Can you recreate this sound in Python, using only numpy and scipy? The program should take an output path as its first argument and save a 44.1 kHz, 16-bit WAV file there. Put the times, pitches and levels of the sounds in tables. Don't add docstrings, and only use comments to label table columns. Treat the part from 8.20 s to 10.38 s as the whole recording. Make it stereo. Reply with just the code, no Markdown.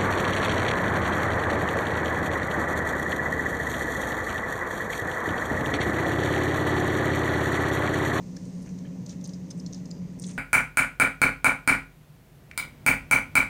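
import sys
import numpy as np
from scipy import signal
from scipy.fft import rfft, irfft
from scipy.io import wavfile

SR = 44100
rng = np.random.default_rng(int(sys.argv[2]) if len(sys.argv) > 2 else 0)


def materialize(psi):
    bounded = np.clip(np.atleast_2d(psi).T, -1, 1)
    quanta = np.round(bounded * 32767).astype(np.int16)
    wavfile.write(sys.argv[1], SR, quanta)


N = 96093

# frequency in Hz, relative density in dB per Hz.
FAN_SPECTRUM = [(20, -20), (43, -23.5), (87, -13.5), (107, -11.5), (150, -5.5), (170, 1), (186, -4),
                (200, -8), (222, -13.5), (260, -7.5), (329, -20), (536, -22.5), (728, -33), (1010, -34),
                (1500, -47)]
# frequency in Hz, relative density in dB per Hz.
AIR_SPECTRUM = [(590, -13), (1000, -13), (1420, -4.5), (1640, -4), (1740, 0), (2000, -0.5), (3920, -9),
                (4830, -14), (5420, -42), (6370, -33), (9020, -23), (15900, -13.5)]
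# frequency in Hz, left-right correlation from -1 to 1.
LIKENESS_BY_HZ = [(60, 0.92), (130, 0.97), (290, 0.88), (640, 0.62), (1410, 0.06), (3100, -0.07),
                  (6820, -0.01), (15000, 0.04)]
# frequency in Hz, lean in dB.
LEAN_BY_HZ = [(60, 3.0), (110, 4.0), (200, 3.0), (380, 4.0), (700, 4.5), (1290, 4.5), (2380, 3.5),
              (4400, 4.0), (8120, 5.0), (15000, 0.0)]
# time in seconds, level before the band-pass in dB, lean in dB.
SEEP_COURSE = [(0.0, -56, 3.5), (0.35, -54, -2), (0.68, -58.5, 2.0), (1.63, -58.5, 2.5), (1.81, -60, 4.5),
               (2.04, -59.5, -4), (2.18, -55, 2)]
# start in seconds, fade time constant in seconds,
# level in dB, frequency in Hz, width of each resonance in Hz, lean in dB.
AIR_LEAK = (1.724, .1, -62.5, 4900, 260, 9.0)
# start in seconds, level before the band-pass in dB,
# length in seconds, low edge in Hz, high edge in Hz.
SQUELCH_EVENTS = [(0.164, -50, 0.01, 1000, 2400), (0.46, -44, 0.0082, 890, 2200),
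                  (0.469, -46, 0.016, 1400, 2650), (.49, -45, 0.0062, 1000, 2700),
                  (0.652, -53, 0.027, 1200, 2900), (0.881, -54.5, 0.073, 1190, 3040),
                  (1.307, -50.5, 0.0093, 1300, 3340), (2.034, -44.5, 0.0058, 1280, 3030),
                  (2.069, -52, 0.068, 1000, 3320)]
# start in seconds, level before decay and attack in dB,
# starting frequency in Hz, lean in dB, 60 dB decay time in seconds, pitch rise in octaves per second.
BUBBLE_EVENTS = [(.167, -38.5, 5430, -6, 0.017, 3), (.169, -47, 1675, 13, 0.03, 6),
                 (0.4212, -54, 10500, -7, 0.032, 11), (.427, -47, 10900, -10, .02, 6),
                 (0.461, -46, 1700, 3, 0.017, 9.0), (.6495, -46, 1705, 6, 0.033, 4),
                 (.6535, -50.5, 3090, -4, 0.027, 0), (.6645, -48, 2220, -1, 0.02, 0),
                 (.671, -50, 3100, -5, 0.014, 8), (0.8625, -36, 6880, 8, .012, 0),
                 (1.0425, -33, 6200, 17.5, 0.014, 17), (.894, -42, 5400, 8, .015, -1),
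                 (.925, -39, 531, 4, 0.1, 0), (1.0754, -34.5, 8840, -8, 0.0075, 6),
                 (1.135, -43, 5140, 13, 0.047, -3), (1.307, -45.5, 5100, 17.5, 0.061, 2.5),
                 (1.401, -34.5, 5200, 12.5, 0.013, 0), (1.400, -38, 6070, 14, .01, 0),
                 (1.463, -38, 4270, 10.5, 0.029, 3), (1.464, -40, 5420, 14, 0.025, -6),
                 (1.466, -45, 7300, 0, .012, 0), (1.546, -36.5, 5080, 19.5, 0.012, 4),
                 (1.546, -37, 6040, 14, 0.013, 2), (1.658, -35.5, 5200, 11, 0.0084, 0),
                 (1.713, -28.5, 4980, 16.5, 0.0097, -2), (1.712, -31, 7200, 8.5, 0.014, 3),
                 (1.712, -41.5, 4360, 10, 0.018, -5), (1.9983, -32, 8830, -22, 0.0054, 7),
                 (2.0205, -40, 7100, -10, 0.03, -2), (2.0424, -35, 4200, 12, .011, -3),
                 (2.0435, -42, 5100, 13, .01, 0), (2.043, -35, 3430, -1, 0.02, 0),
                 (1.308, -33.5, 6200, 13.5, 0.025, 3), (1.526, -37, 6170, 13, 0.0081, 0),
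                 (1.5335, -32, 5880, 19.5, 0.007, -5), (1.462, -40, 6020, 12, 0.02, -1),
                 (2.0282, -38.5, 8700, -15, 0.0094, -2)]
# start in seconds, peak before the ports in dB, lean in dB,
# low edge in Hz.
DROPLET_EVENTS = [(.9035, -39, 8, 5800), (.909, -42, 6, 5000), (1.047, -39, 8, 4500),
                  (1.0548, -39, 9, 3800), (1.0595, -40, 10, 4300), (2.0657, -30, -2, 5800),
                  (2.0682, -33, -2, 5800), (2.0707, -34, -2, 5800), (2.0757, -32, -3, 5800),
                  (2.0828, -33, -5, 5800), (2.0858, -33, -4, 5800), (2.112, -36, -3, 5800)]
# start in seconds, level before the band-pass in dB, lean in dB,
# hold in seconds, low edge in Hz, top-treble level relative to the body in dB before its band-pass.
CRACKLE_EVENTS = [(0.165, -42.5, 5, 0.0069, 3800, -22), (0.253, -47.5, -11, 0.0036, 5000, -29),
                  (0.42, -50, -1, 0.0085, 5040, -25), (0.461, -46, 1, 0.0027, 4500, -25),
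                  (.491, -47, 5, 0.0025, 4500, -25), (0.586, -47, 2, 0.0056, 3530, -22),
                  (0.8615, -41, 7, 0.0049, 3820, -25), (0.888, -46.5, -6, .004, 5000, -28),
                  (0.893, -43.5, 9.5, 0.007, 3420, -24), (0.906, -48.5, 4, 0.025, 2980, -26),
                  (1.011, -49, -1, 0.0043, 2800, -25), (1.04, -44, -6, 0.0087, 4700, -15),
                  (1.046, -47, 12, 0.018, 3550, -28), (1.074, -47, 3, 0.0037, 4500, -11),
                  (1.092, -48, 12.5, 0.0051, 3220, -29), (1.134, -47, 4.5, 0.011, 3620, -27),
                  (1.304, -40.5, -5, 0.013, 3600, -27), (1.374, -52.5, -8, 0.029, 6000, -25),
                  (1.397, -45, 4, 0.0021, 4400, -27), (1.462, -41.5, 8, 0.0031, 3600, -33),
                  (1.527, -45, 13, 0.0018, 3500, -25), (1.532, -43.5, 9.5, 0.003, 3550, -28),
                  (1.544, -44, 3, 0.0044, 3700, -29), (1.656, -44, 2, 0.0041, 4460, -27),
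                  (1.707, -47.5, 18, .001, 4970, -27), (1.989, -47, -6, 0.0039, 5500, -15),
                  (1.997, -39.5, -7, 0.0033, 5100, -9), (2.014, -48, 3, 0.0046, 5500, -22),
                  (2.019, -38.5, -1, 0.012, 4800, -26), (2.0383, -38, 2.5, 0.0075, 2810, -30),
                  (2.048, -49, 4, 0.033, 3600, -28), (2.0665, -42, 6, .006, 5900, -30),
                  (2.075, -43, 5, 0.0038, 5760, -30), (2.09, -40, -4, 0.004, 5800, -33),
                  (2.09, -42.5, 1, 0.0083, 3540, -30), (2.102, -44, -2, 0.0041, 3220, -30),
                  (2.107, -44.5, -7, 0.012, 5050, -32), (2.133, -45.5, -2, 0.006, 5500, -30)]
# resonance in Hz, width in Hz, gain of the added
# resonance in dB, low-pass edge in Hz.
MIC_PORTS = [(6200, 1220, 6, 7300), (8700, 630, -11.5, 9250)]

FAN_DB, AIR_DB = -39.5, -65.5
BLADE_TONE_HZ, BLADE_TONE_DB = 181.35, -38.5
SEEP_PER_S, SEEP_SPREAD_DB, SEEP_LOW_HZ = 9000, 3.0, 3920
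SQUELCH_POPS_PER_S, SQUELCH_LEAN_DB = 1500, 3.0
FLUTTER_RMS, FLUTTER_HZ = .18, 550
BUBBLE_ATTACK_S = .0004
SPRAY_DB, SPRAY_S = -10, .0012
POPS_PER_S, POP_SPREAD_DB = 4000, 3.5
OWN_POPS_GAIN = 1
FIRST_POP = 4.5
BURST_SAG_DB, RELEASE_S = 2, .0011
TAIL_DB, TAIL_S = -13.5, 0.043
CRACKLE_TOP_HZ, TREBLE_LOW_HZ, CUTOFF_HZ = 10500, 9900, 15850


def from_db(db):
    return 10 ** (np.asarray(db) / 20)


def rms_one(x):
    return x / np.sqrt(np.mean(x ** 2) + 1e-20)


def at_hz(points, hz):
    table_hz, values = np.array(points).T
    return np.interp(np.log(hz), np.log(table_hz), values)


def pan(x, lean_db):
    return x * from_db(np.array([lean_db / 2, -lean_db / 2])).reshape(2, -1)


def low_pass(x, order, hz):
    return signal.sosfilt(signal.butter(order, hz, fs=SR, output="sos"), x)


def band(x, low_hz, high_hz):
    return signal.sosfilt(signal.butter(4, [low_hz, high_hz], "band", fs=SR, output="sos"), x)


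def resonance(x, hz, width_hz):
    r = np.exp(-np.pi * abs(width_hz) / SR)
    zeros = (1 - r * r) / 2 * np.array([1, 0, -1])
    poles = [1, -2 * r * np.cos(2 * np.pi * hz / SR), r * r]
    return signal.lfilter(zeros, poles, x)


def pops(shape, per_s, spread_db):
    size = from_db(spread_db * np.minimum(rng.exponential(1, shape), 4))
    sign = rng.choice([-1, 1], shape)
    return rms_one(size * sign * (rng.random(shape) < per_s / SR))


def coloured(spectrum):
    hz = np.maximum(np.arange(N // 2 + 1) * SR / N, 1)
    mid, side = rfft(rng.standard_normal((2, N)))
    alike = np.clip(at_hz(LIKENESS_BY_HZ, hz), -1, 1)
    both = np.sqrt(1 + alike) * mid + np.sqrt(1 - alike) * side * [[1], [-1]]
    outside = (hz < spectrum[0][0]) | (hz > spectrum[-1][0])
    gain = from_db(at_hz(spectrum, hz) + np.where(outside, -60, 0))
    out = irfft(pan(both, at_hz(LEAN_BY_HZ, hz)) * gain, N)
    return out / np.sqrt(np.mean(out.mean(axis=0) ** 2))


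def room_hiss():
    return from_db(AIR_DB) * coloured(AIR_SPECTRUM)


def fan():
    tone = np.sqrt(2) * np.sin(2 * np.pi * BLADE_TONE_HZ * np.arange(N) / SR)
    blade = pan(from_db(BLADE_TONE_DB) * tone, at_hz(LEAN_BY_HZ, BLADE_TONE_HZ))
    return from_db(FAN_DB) * coloured(FAN_SPECTRUM) + blade


def seep():
    s, *columns = np.transpose(SEEP_COURSE)
    db, lean_db = [np.interp(np.arange(N) / SR, s, c) for c in columns]
    fizz = band(pops((2, N), SEEP_PER_S, SEEP_SPREAD_DB), SEEP_LOW_HZ, CRACKLE_TOP_HZ)
    return pan(from_db(db) * fizz, lean_db)


def whistle():
    s, fade_s, db, hz, width_hz, lean_db = AIR_LEAK
    t = np.arange(N) / SR - s
    noise = rng.standard_normal((2, N))
    thin = rms_one(resonance(resonance(noise, hz, width_hz), hz, width_hz))
    return pan(from_db(db) * thin * (t > 0) * np.exp(-np.abs(t) / fade_s), lean_db)


def squelches():
    out = np.zeros((2, N))
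    grit = pops(N, SQUELCH_POPS_PER_S, POP_SPREAD_DB) + rng.standard_normal((2, N))
    for s, db, length_s, low_hz, high_hz in SQUELCH_EVENTS:
        at = slice(int(s * SR), int((s + .1) * SR))
        t = np.arange(grit[:, at].shape[1]) / SR
        swell = np.sqrt(np.sin(np.pi * np.clip(t / length_s, 0, 1)) + 1e-9)
        out[:, at] += from_db(db) * band(grit[:, at] * swell, low_hz, high_hz)
    return pan(out, SQUELCH_LEAN_DB)


def bubbles():
    out, t = np.zeros((2, N + SR)), np.arange(SR // 10) / SR
    wobble = low_pass(rng.standard_normal((2, N)), 2, FLUTTER_HZ)
    flutter = 1 + FLUTTER_RMS * rms_one(wobble)
    attack = 1 - np.exp(-t / BUBBLE_ATTACK_S)
    start_turns = rng.random((len(BUBBLE_EVENTS), 2))
    for (s, db, hz, lean_db, t60_s, rise), turn in zip(BUBBLE_EVENTS, start_turns):
        gliding_hz = hz * 2 ** np.minimum(rise * t, .5)
        phase = 2 * np.pi * (np.cumsum(gliding_hz) / SR + turn[:, None])
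        ring = from_db(db - 60 * t / t60_s) * attack * np.sin(phase)
        start = int(s * SR)
        out[:, start:start + len(t)] += pan(ring, lean_db)
    return out[:, :N] * flutter


def droplets():
    out, t = np.zeros((2, N)), np.arange(SR // 100) / SR
    noise = rng.standard_normal((len(DROPLET_EVENTS), 2, len(t)))
    sprays = from_db(SPRAY_DB) * noise * np.exp(-t / SPRAY_S)
    for (s, db, lean_db, low_hz), spray in zip(DROPLET_EVENTS, sprays):
        snap = band((t == 0) + spray, low_hz, CRACKLE_TOP_HZ)
        snap = band(snap, low_hz, CRACKLE_TOP_HZ)
        snap = snap / np.abs(snap).max(axis=1, keepdims=True)
        start = int(s * SR)
        out[:, start:start + len(t)] += pan(from_db(db) * snap, lean_db)
    return out


def crackles():
    body, treble = np.zeros((2, 2, N + SR))
    t = np.arange(SR // 8) / SR
    shared = pops(N + SR, POPS_PER_S, POP_SPREAD_DB)
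    own = pops((2, N + SR), POPS_PER_S, POP_SPREAD_DB)
    clicks = shared + OWN_POPS_GAIN * own
    hiss = rng.standard_normal((2, N + SR))
    for s, db, lean_db, hold_s, low_hz, treble_db in CRACKLE_EVENTS:
        at = slice(int(s * SR), int(s * SR) + len(t))
        sag = from_db(-BURST_SAG_DB * np.minimum(t / hold_s, 1))
        shape = np.exp(-np.maximum(t - hold_s, 0) / RELEASE_S) * sag
        burst = (clicks[:, at] + FIRST_POP * (t == 0)) * shape
        energy = np.sum(burst ** 2 + 1e-12, axis=1, keepdims=True)
        burst = burst * np.sqrt(np.sum(shape ** 2) / energy)
        wet = burst + from_db(TAIL_DB) * hiss[:, at] * np.exp(-t / TAIL_S)
        body[:, at] += pan(from_db(db) * band(wet, low_hz, CRACKLE_TOP_HZ), lean_db)
        top = band(burst, TREBLE_LOW_HZ, CUTOFF_HZ)
        treble[:, at] += pan(from_db(db + treble_db) * top, lean_db)
    return body[:, :N], treble[:, :N]


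def ports(x):
    sides = []
    for side, (hz, width_hz, gain_db, top_hz) in zip(x, MIC_PORTS):
        lifted = side + from_db(gain_db) * resonance(side, hz, width_hz)
        sides.append(low_pass(lifted, 9, top_hz))
    return np.array(sides)


def scene():
    background = room_hiss() + fan()
    soft = whistle() + squelches() + bubbles()
    body, treble = crackles()
    return background + soft + ports(seep() + droplets() + body) + treble


def record(dry):
    top_cut = signal.cheby2(14, 70, CUTOFF_HZ + 250, fs=SR, output="sos")
    return signal.sosfilt(top_cut, dry)


dry = scene()
out = record(dry)
materialize(out)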